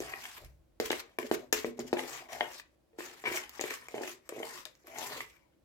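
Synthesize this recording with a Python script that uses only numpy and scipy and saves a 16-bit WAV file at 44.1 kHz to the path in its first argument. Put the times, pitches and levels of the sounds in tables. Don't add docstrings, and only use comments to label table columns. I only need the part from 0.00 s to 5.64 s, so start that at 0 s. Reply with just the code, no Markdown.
import sys
import numpy as np
from scipy import signal
from scipy.fft import rfft, irfft, next_fast_len
from scipy.io import wavfile
from scipy.ndimage import uniform_filter1d

SR = 44100
rng = np.random.default_rng(int(sys.argv[2]) if len(sys.argv) > 2 else 0)


def persist_wave(psi):
    counts = np.round(np.clip(psi, -1, 1) * 32767).astype(np.int16)
    wavfile.write(sys.argv[1], SR, np.atleast_2d(counts).T)


def elevation(decibels):
    levels = np.asarray(decibels, float)
    return 10 ** (levels / 20)


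N = 248768

# frequency_hz, density_db
HUSH_SPECTRUM = [(88, -36.5), (150, -11), (190, -12.5), (259, -12), (280, -9), (341, -6), (398, -18),
                 (545, -10), (716, -18.5), (1290, -27), (16000, -40.5)]
HUSH_DB = -72
# frequency_hz, density_db
RUMBLE_SPECTRUM = [(20, -24.5), (45, 7.5), (68, 9.5), (95, -2), (130, 1.5), (170, -7.5), (300, -34),
                   (600, -42.5)]
# peak_s, level_db
BOWL_SHIFTS = [(0.0, -58.5), (0.45, -52.5), (0.85, -64.5), (1.32, -69), (1.55, -65), (1.8, -68), (2.4, -71),
               (3.3, -69), (5.21, -67.5)]
SHIFT_RISE_DB_PER_S, SHIFT_FALL_DB_PER_S, RESTING_DB = 245.5, 97, -77
# frequency_hz, t60_s
ROOM_DECAY = [(200, 0.32), (1000, 0.29), (4000, 0.23), (14000, 0.087)]
# frequency_hz, gain_db
MIC_RESPONSE = [(100, 0.5), (8300, 0), (9700, -1.5), (11200, 3), (12300, -0.5), (14000, 0.5), (16000, 2)]
# frequency_hz, left_minus_right_db
PORT_BALANCE = [(60, 8.5), (180, -1), (550, 3), (1650, 3.5), (4970, 4), (15000, -4.5)]
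# time_s, left_minus_right_db
SPOON_SIDE = [(0.0, 1.0), (2.37, 4.0), (3.47, 1.5), (3.61, 6.5), (3.68, 0.5), (4.6, 4), (4.65, 8),
              (4.7, -3.5), (4.99, 6), (5.26, -0.5), (5.45, 6.0), (5.64, 4)]
# frequency_hz, gain_db
RADIATION = [(20, -76), (100, -13.5), (190, -6.5), (260, 2), (20000, 0)]
LEAD_S = 0.00015
DISTANCE_M = 0.5
# frequency_hz, density_db
FILM_SPECTRUM = [(470, -24), (800, -13.5), (992, -8.5), (1080, -5.5), (1430, -8.5), (1820, -4.5),
                 (2600, -7), (2870, -9), (3180, -9), (3430, -10.5), (7240, -10), (10100, -18), (13500, -14),
                 (15900, -24), (16500, -54.5)]
# start_s, level_db, pitch_hz
THREAD_SNAPS = [(0.002, -34, 5700), (0.253, -45, 5000), (0.446, -52, 12000), (0.799, -24.5, 4170),
                (0.901, -30, 3680), (0.994, -38.5, 4230), (1.186, -36.5, 11200), (1.312, -31.5, 4000),
                (1.525, -22.5, 5850), (1.527, -18, 11500), (1.57, -41.5, 6700), (1.644, -50.5, 6200),
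                (1.792, -41.5, 6600), (1.928, -35.5, 3700), (1.991, -58, 3780), (2.407, -61.5, 3980),
                (2.33, -43.5, 6550), (2.597, -48, 6200), (2.986, -48, 6400), (3.237, -54.5, 5270),
                (3.315, -58, 6300), (3.341, -63.5, 8310), (3.434, -43, 4000), (3.493, -43.5, 14700),
                (3.55, -46, 5500), (3.61, -29, 6530), (3.705, -42.5, 6030), (3.883, -43, 7600),
                (3.944, -48, 4150), (4.074, -48, 5200), (4.29, -35.5, 7700), (4.652, -34, 4020),
                (4.751, -57.5, 6000), (4.869, -45.5, 11880), (4.879, -60, 9000), (4.984, -31, 7040),
                (5.014, -51, 4800), (5.205, -51, 4470), (5.297, -54.5, 7000)]
SPLASH_DB, SPLASH_T60_S = -16, 0.046
# frequency_hz, level_db, t60_s
BOWL_MODES = [(131.5, 5, 0.57), (200, -27.5, .15), (253.4, -5, 0.83), (305, -30.5, 0.6), (305, -33, 0.32),
              (361.8, 2, 0.34), (378, -7, 0.61), (423.7, -1, 0.31), (425, -10, 0.35), (463, -2, 0.4),
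              (464, -13.5, 0.73), (523.3, -3.5, 0.23), (551, -10, 0.87), (613, 2, 0.17), (720, -6, .08),
              (717, -4, 0.23), (785, -19, 0.076), (881, -21, 0.04), (904, -23, 0.24), (1090, -16.5, 0.23),
              (1236, -23.5, 0.24)]
# frequency_hz, level_db, t60_s
SPOON_MODES = [(1020, -6.5, 0.018), (1185, 5, 0.012), (1500, -5.5, .02), (1770, -10.5, 0.023),
               (1860, 12, 0.019), (2140, -3, 0.032), (2140, -21, 0.029), (2264, 9, 0.034),
               (2280, -3.5, 0.022), (2460, -13, 0.083), (2756, 5.5, 0.019), (3120, 1.5, 0.035)]
# time_s, speed_db, wall_pressure_db
STROKE_PATHS = [
    [(0.01, -51.5, -53), (0.066, -56.5, -51.5), (0.238, -55.5, -63.5), (0.25, -54, -61.5),
     (0.334, -57.5, -73.5), (0.385, -55.5, -78)],
    [(0.385, -59, -69), (0.431, -68, -57.5), (0.445, -69, -61), (0.473, -75, -70.5), (0.6, -100, -93)],
    [(0.81, -46.5, -82), (0.818, -51.5, -82), (0.85, -49, -78.5), (0.86, -40.5, -75.5), (0.894, -59.5, -62),
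     (0.9, -69, -69)],
    [(0.915, -35, -76), (0.939, -53, -67.5), (1.005, -48.5, -67), (1.021, -75, -68.5), (1.173, -85, -73.5),
     (1.175, -96, -69.5)],
    [(1.196, -57, -62.5), (1.262, -58.5, -67.5), (1.268, -50, -63.5), (1.288, -68, -65.5),
     (1.305, -57.5, -73)],
    [(1.322, -50, -64), (1.35, -44.5, -63.5), (1.36, -60.5, -66.5), (1.428, -69, -55), (1.515, -91, -74.5)],
    [(1.54, -37.5, -62.5), (1.544, -43.5, -60), (1.602, -47.5, -64.5), (1.62, -56, -63), (1.64, -50.5, -67)],
    [(1.652, -48.5, -59.5), (1.762, -84.5, -68), (1.785, -61, -86.5)],
    [(1.8, -47, -67), (1.834, -70, -63), (1.86, -68, -58.5), (1.878, -52, -55), (1.902, -75.5, -61.5),
     (1.922, -60.5, -59.5)],
    [(1.936, -54, -54.5), (1.952, -62, -58), (1.99, -47.5, -43.5), (2.016, -53.5, -55.5), (2.166, -50, -52),
     (2.28, -73, -62.5)],
    [(2.285, -65.5, -66), (2.327, -53, -54), (2.485, -60.5, -60.5), (2.603, -54.5, -81),
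     (2.627, -91, -106.5), (2.75, -85.5, -98)],
    [(2.94, -99, -86), (2.98, -74, -69), (2.986, -55, -78), (3.048, -51.5, -55.5), (3.158, -65, -61.5),
     (3.235, -61.5, -66.5)],
    [(3.24, -76, -48), (3.26, -53.5, -43.5), (3.372, -42, -53), (3.488, -70.5, -68), (3.492, -68, -72),
     (3.59, -58.5, -63.5)],
    [(3.6, -54, -54), (3.612, -50.5, -60), (3.632, -50.5, -54), (3.74, -48, -57), (3.798, -64, -68),
     (3.876, -67, -59)],
    [(3.89, -70, -64), (3.9, -64, -76), (3.94, -63, -63)],
    [(3.95, -55, -53.5), (4.008, -63, -57.5), (4.022, -53.5, -58), (4.112, -49.5, -74.5),
     (4.212, -83.5, -99), (4.283, -68.5, -76)],
    [(4.3, -72, -59), (4.322, -65.5, -58.5), (4.476, -54, -55.5), (4.532, -56, -59), (4.586, -51, -54),
     (4.645, -72, -82)],
    [(4.665, -68, -85), (4.671, -67, -85), (4.745, -80, -80.5), (4.751, -81, -88), (4.827, -79, -81.5),
     (4.84, -73, -66.5)],
    [(4.845, -78, -74.5), (4.867, -68, -71), (4.965, -56.5, -54.5), (4.983, -52.5, -53),
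     (5.029, -46.5, -58), (5.1, -49.5, -52)],
    [(5.1, -49.5, -50.5), (5.154, -51.5, -50), (5.212, -54, -56), (5.264, -66, -70), (5.55, -100, -86)],
]
# rasp_db, squelch_db, first_pocket_hz, last_pocket_hz, gap_hz
SPOON_HOLDS = [(1, 0.5, 705, 750, 3500), (-10, -3, 610, 680, 7300), (-6, -12, 660, 720, 4700),
               (-1, -4.5, 850, 780, 1700), (-8.5, -8, 650, 800, 3600), (-16.5, -8.5, 610, 610, 3800),
               (-1, -12, 760, 730, 1700), (-15, -20.5, 690, 650, 3900), (-6.5, -11, 800, 860, 4700),
               (-3.5, -1.5, 830, 740, 6000), (4, 5, 700, 1300, 5000), (0, -6.5, 800, 820, 7900),
               (4.5, -4.5, 780, 850, 1500), (2, -3.5, 650, 1100, 7600), (-0.5, -10, 680, 660, 6000),
               (-4, 6.5, 630, 900, 5000), (1, 0, 600, 1200, 11000), (-15, -20, 760, 970, 4000),
               (0, 5, 560, 1050, 7400), (0.5, -5.5, 1050, 860, 4500)]
HISS_DB, DRAG_DB = -4, -2.5
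POCKET_OCTAVES, GAP_OCTAVES = 0.05, 0.2
# start_s, thud_db, clack_db, struck_patch_hz
WALL_KNOCKS = [(0.002, -23, -57, 334), (0.135, -38, -25, 323), (0.252, -60, -27.5, 748),
               (0.379, -46, -44, 345), (0.799, -18, -40, 413), (0.904, -19, -21.5, 430),
               (0.928, -24, -22.5, 460), (1.185, -21.5, -23, 340), (1.227, -31, -33, 355),
               (1.312, -12.5, -27.5, 376), (1.526, -19.5, -22, 420), (1.57, -35.5, -43, 390),
               (1.644, -17.5, -34, 290), (1.779, -37, -65, 263), (1.789, -23, -52, 260),
               (1.794, -25, -47, 277), (1.821, -59, -60, 283), (1.928, -14, -28, 335),
               (1.968, -25.5, -29, 368), (1.991, -27.5, -24, 353), (2.035, -32.5, -35, 347),
               (2.287, -42, -48, 700), (2.36, -33, -45, 700), (2.407, -20.5, -17, 800),
               (2.51, -47, -38, 950), (2.55, -46, -40, 1000), (2.596, -70, -33, 988), (2.93, -46, -63, 360),
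               (2.985, -29, -40, 350), (3.004, -32.5, -31, 380), (3.238, -28.5, -35.5, 704),
               (3.258, -42, -23, 248), (3.276, -27, -48, 355), (3.314, -26, -41, 390),
               (3.341, -30.5, -30, 610), (3.371, -35, -23, 444), (3.436, -62, -32, 463),
               (3.552, -52, -57, 869), (3.593, -27.5, -29, 420), (3.61, -26.5, -36, 627),
               (3.638, -24.5, -28.5, 363), (3.706, -37.5, -29, 361), (3.883, -37, -35, 600),
               (3.941, -24, -38.5, 390), (3.979, -28.5, -32, 510), (3.989, -30.5, -48, 410),
               (4.009, -27, -42, 385), (4.033, -29, -30, 353), (4.075, -32.5, -30.5, 355),
               (4.291, -32, -50, 524), (4.322, -27, -50, 424), (4.362, -28.5, -60, 450),
               (4.38, -27.5, -60, 492), (4.4, -25.5, -68, 460), (4.429, -29, -30, 605),
               (4.657, -39.5, -41, 680), (4.842, -43, -63, 500), (4.878, -35, -59, 557),
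               (4.962, -41, -39, 875), (4.983, -31.5, -59, 810), (5.015, -29, -35, 745),
               (5.162, -36, -50, 480), (5.204, -42.5, -24.5, 537)]
CLING_S, HELD_S = 0.004, 0.12


def evened(x):
    return x / np.sqrt(np.mean(x ** 2) + 1e-20)


def read(points, hz):
    f, value = np.transpose(points)
    return np.interp(np.log(hz + 1), np.log(f + 1), value)


def coloured(x, points):
    hz = abs(np.fft.fftfreq(4096, 1 / SR))
    log_gain = np.log(elevation(np.maximum(read(points, hz), -100)))
    response = np.exp(np.conj(signal.hilbert(log_gain)))
    taps = np.fft.ifft(response).real[:2048]
    return signal.oaconvolve(x, taps / np.linalg.norm(taps))[:len(x)]


def drift(count, per_s):
    knots = rng.standard_normal((count, round(N / SR * 400)))
    knots = evened(uniform_filter1d(knots, max(round(400 / per_s), 1), 1))
    place = np.arange(N) * 400 / SR
    return np.array([np.interp(place, np.arange(len(k)), k) for k in knots])


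def resonate(x, hz, width_hz):
    turn = np.exp(2j * np.pi * np.cumsum(hz * np.ones(len(x))) / SR)
    r = np.exp(-np.pi * width_hz / SR)
    return 2 * (turn * signal.lfilter([1 - r], [1, -r], x / turn)).real


def noise_pair(points, same):
    a, b = rng.standard_normal((2, N))
    same = np.clip(same, 0, 1)
    partner = same * a + np.sqrt(1 - same ** 2) * b
    return evened(np.array([coloured(x, points) for x in (a, partner)]))


def hush():
    return elevation(HUSH_DB) * noise_pair(HUSH_SPECTRUM, 0.16)


def rumble():
    t = np.arange(N) / SR
    level = elevation(RESTING_DB)
    for s, db in BOWL_SHIFTS:
        slope = np.where(t < s, SHIFT_RISE_DB_PER_S, SHIFT_FALL_DB_PER_S)
        level = level + elevation(db - slope * abs(t - s))
    return level * noise_pair(RUMBLE_SPECTRUM, 0.86)


def rotating(x, answers):
    t = np.arange(N) / SR
    out = 0
    for k, answer in enumerate(answers):
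        weight = np.sqrt(2 / 3) * np.cos(2 * np.pi * (1.9 * t + k / 3))
        out = out + signal.oaconvolve(x * weight, answer, axes=1)[:, :N]
    return out


def room(x):
    taps, starts = np.zeros((3, 2, SR // 4)), np.arange(200, SR // 4 - 20, 20)
    at = starts + rng.integers(0, 20, (3, 2, len(starts)))
    np.put_along_axis(taps, at, rng.choice([-1., 1.], at.shape), 2)
    hz, t, z = signal.stft(taps, SR, nperseg=256)
    decay = elevation(-60 * t / read(ROOM_DECAY, hz)[:, None])
    tail = signal.istft(z * decay, SR, nperseg=256)[1]
    return rotating(x, tail / np.linalg.norm(tail[0, 0]))


def ports(x, wall):
    x = coloured(x, RADIATION)
    bright = signal.sosfilt(signal.butter(1, 500, "high", fs=SR, output="sos"), x)
    delays = rng.integers(10, 200, (3, 2, 12))
    signs = rng.choice([-1., 1.], (3, 2, 12))
    taps = np.zeros((3, 2, 200))
    np.put_along_axis(taps, delays, signs * elevation(-10 - 0.065 * delays), 2)
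    out = x + rotating(bright[None], taps) + wall
    size = next_fast_len(N + 4096)
    hz = np.fft.rfftfreq(size, 1 / SR)
    balance = elevation(np.outer([.5, -.5], read(PORT_BALANCE, hz)))
    path = balance * np.exp(-2j * np.pi * np.outer([0, LEAD_S], hz))
    side_db = np.interp(np.arange(N) / SR, *np.transpose(SPOON_SIDE))
    side_gain = elevation(np.outer([.5, -.5], side_db - side_db.mean()))
    return irfft(rfft(out, size) * path, size)[:, :N] * side_gain


def snaps():
    out, t = np.zeros(N + SR), np.arange(3000) / SR
    sprays = rng.standard_normal((len(THREAD_SNAPS), 3000))
    for (s, db, hz), spray in zip(THREAD_SNAPS, sprays):
        at = round((s + DISTANCE_M / 343) * SR)
        decay = elevation(-60 * t / 0.0027) + elevation(-23.5 - 60 * t / .03)
        snap = spray * decay + 3 * (t == 0)
        pitched = resonate(snap, min(hz, 15500), 0.19 * hz)
        out[at:at + 3000] += elevation(db) * (0.49 * snap + 3.87 * pitched)
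    return coloured(out[:N], FILM_SPECTRUM)


def film(x, gap_hz, patchy_db, gap_db):
    hz, t, z = signal.stft(x, SR, nperseg=256)
    patches = uniform_filter1d(rng.standard_normal((len(t), len(hz))), 14, 0)
    patches = uniform_filter1d(patches, 8, 1).T
    octaves = np.log2((hz[:, None] + 1) / np.interp(t, np.arange(N) / SR, gap_hz))
    shape_db = patchy_db * evened(patches) + gap_db * np.exp(-(octaves / 0.04) ** 2)
    return evened(signal.istft(z * elevation(shape_db), nperseg=256)[1][:, :N])


def slips(per_s, spread_db, smooth):
    clicks, at = np.zeros(N), np.flatnonzero(rng.random(N) < per_s / SR)
    size_luck, sign_luck = rng.random((2, len(at)))
    size_db = spread_db * np.minimum(-np.log(size_luck), 4)
    clicks[at] = elevation(size_db) * np.sign(sign_luck - .5)
    return evened(evened(clicks) + smooth * rng.standard_normal(N))


def rubbed(modes, drive, damping):
    out = np.zeros(N)
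    for (hz, db, t60), share in zip(modes, drift(count=len(modes), per_s=30)):
        r, w = elevation(-60 / (damping * t60 * SR)), 2 * np.pi * hz / SR
        force = drive * (0.57 + share)
        out += elevation(db) * signal.lfilter([np.sin(w)], [1, -2 * r * np.cos(w), r * r], force)
    return evened(out)


def strokes():
    t, gains = np.arange(N) / SR, np.zeros((4, N))
    glides = np.outer([800., 6000.], np.ones(N))
    for rows, hold in zip(STROKE_PATHS, SPOON_HOLDS):
        rasp_db, squelch_db, first_hz, last_hz, held_hz = hold
        s, speed_db, pressure_db = np.transpose(rows)
        inside = slice(round(s[0] * SR), round(s[-1] * SR))
        levels_db = (speed_db + HISS_DB, pressure_db + DRAG_DB,
                     pressure_db + rasp_db, pressure_db + squelch_db)
        gains[:, inside] = [elevation(np.interp(t[inside], s, c)) for c in levels_db]
        glides[0, inside] = np.interp(t[inside], s[[0, -1]], [first_hz, last_hz])
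        glides[1, inside] = held_hz
    for s, db, hz in THREAD_SNAPS:
        splash = elevation(db + SPLASH_DB - 60 * abs(t - s) / SPLASH_T60_S)
        gains[0] += splash * (t > s + DISTANCE_M / 343)
    hiss_gain, drag_gain, rasp_gain, squelch_gain = uniform_filter1d(gains, 90, 1)
    wander = np.array([[POCKET_OCTAVES], [GAP_OCTAVES]]) * drift(count=2, per_s=5.7)
    pocket_hz, gap_hz = glides * 2 ** wander
    drag = rubbed(BOWL_MODES, slips(400, 2.1, 0.26), 0.4)
    rasp = rubbed(SPOON_MODES, slips(680, 3.3, 0.15), 0.55)
    pocket = resonate(slips(500, 3., .4), pocket_hz, 140)
    squelch = evened(resonate(pocket, pocket_hz, 600))
    flicker = elevation(2. * drift(count=1, per_s=130)[0])
    grains = np.array([coloured(slips(3000, 2.1, 0.81) * flicker, FILM_SPECTRUM) for _ in range(3)])
    tip, *wall = hiss_gain * film(grains, gap_hz, patchy_db=2.5, gap_db=4.)
    spoon = drag_gain * drag + rasp_gain * rasp + squelch_gain * squelch + elevation(-3.0) * tip
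    return spoon, elevation(9) * np.array(wall)


def ring(modes, place_db, detune, count):
    hz, db, t60 = np.transpose(modes)
    poles = np.exp((2j * np.pi * hz * detune - np.log(1000) / t60) / SR)
    blow = signal.unit_impulse(count)
    decay = np.zeros(count)
    for gain, p in zip(elevation(db + place_db), poles):
        decay += gain * signal.lfilter([0, p.imag], [1, -2 * p.real, abs(p) ** 2], blow)
    return decay / abs(decay).max()


def knocks():
    out, t = np.zeros(N + SR), np.arange(SR // 5) / SR
    bowl_count = len(BOWL_MODES)
    luck = rng.standard_normal((len(WALL_KNOCKS), 2, bowl_count + len(SPOON_MODES)))
    slosh = np.pad(drift(count=1, per_s=60)[0], (0, SR))
    bowl_hz, short = np.transpose(BOWL_MODES)[0], t[:3000]
    for (s, thud_db, clack_db, patch_hz), (place, shift) in zip(WALL_KNOCKS, luck):
        at = round((s + DISTANCE_M / 343) * SR)
        favoured_db = -12. 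* abs(np.log2(bowl_hz / patch_hz))
        thud_place_db = favoured_db + 3 * place[:bowl_count]
        thud = ring(BOWL_MODES, thud_place_db, 1 + .025 * shift[:bowl_count], count=len(t))
        thud *= .4 + .6 * np.exp(-t / .009)
        clack = ring(SPOON_MODES, 3 * place[bowl_count:], 1 + .05 * shift[bowl_count:], count=3000)
        rise_s = min(0.00014 * elevation(-.8 * (thud_db + 14.0)), .003)
        cushion = (1 - np.exp(-t / rise_s)) * np.exp(-t * rise_s / .0003 - t / HELD_S)
        waver_db = 5 * slosh[at:at + len(t)] * (1 - np.exp(-t / .01))
        out[at:at + len(t)] -= elevation(thud_db + waver_db) * thud * cushion
        clack_shape = (1 - np.exp(-short / min(rise_s, .0006))) * np.exp(-short / CLING_S)
        out[at:at + 3000] += elevation(clack_db + 11.0) * clack * clack_shape
    return out[:N]


def scene():
    spoon, wall = strokes()
    near = ports(spoon + knocks() + snaps(), wall)
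    return near + elevation(-10.5) * room(near) + rumble() + hush()


def top_cut(x):
    return signal.sosfilt(signal.butter(12, 16820, fs=SR, output="sos"), x)


def record(dry):
    mix = np.array([coloured(x, MIC_RESPONSE) for x in dry])
    return top_cut(mix)


dry = scene()
out = record(dry)
persist_wave(out)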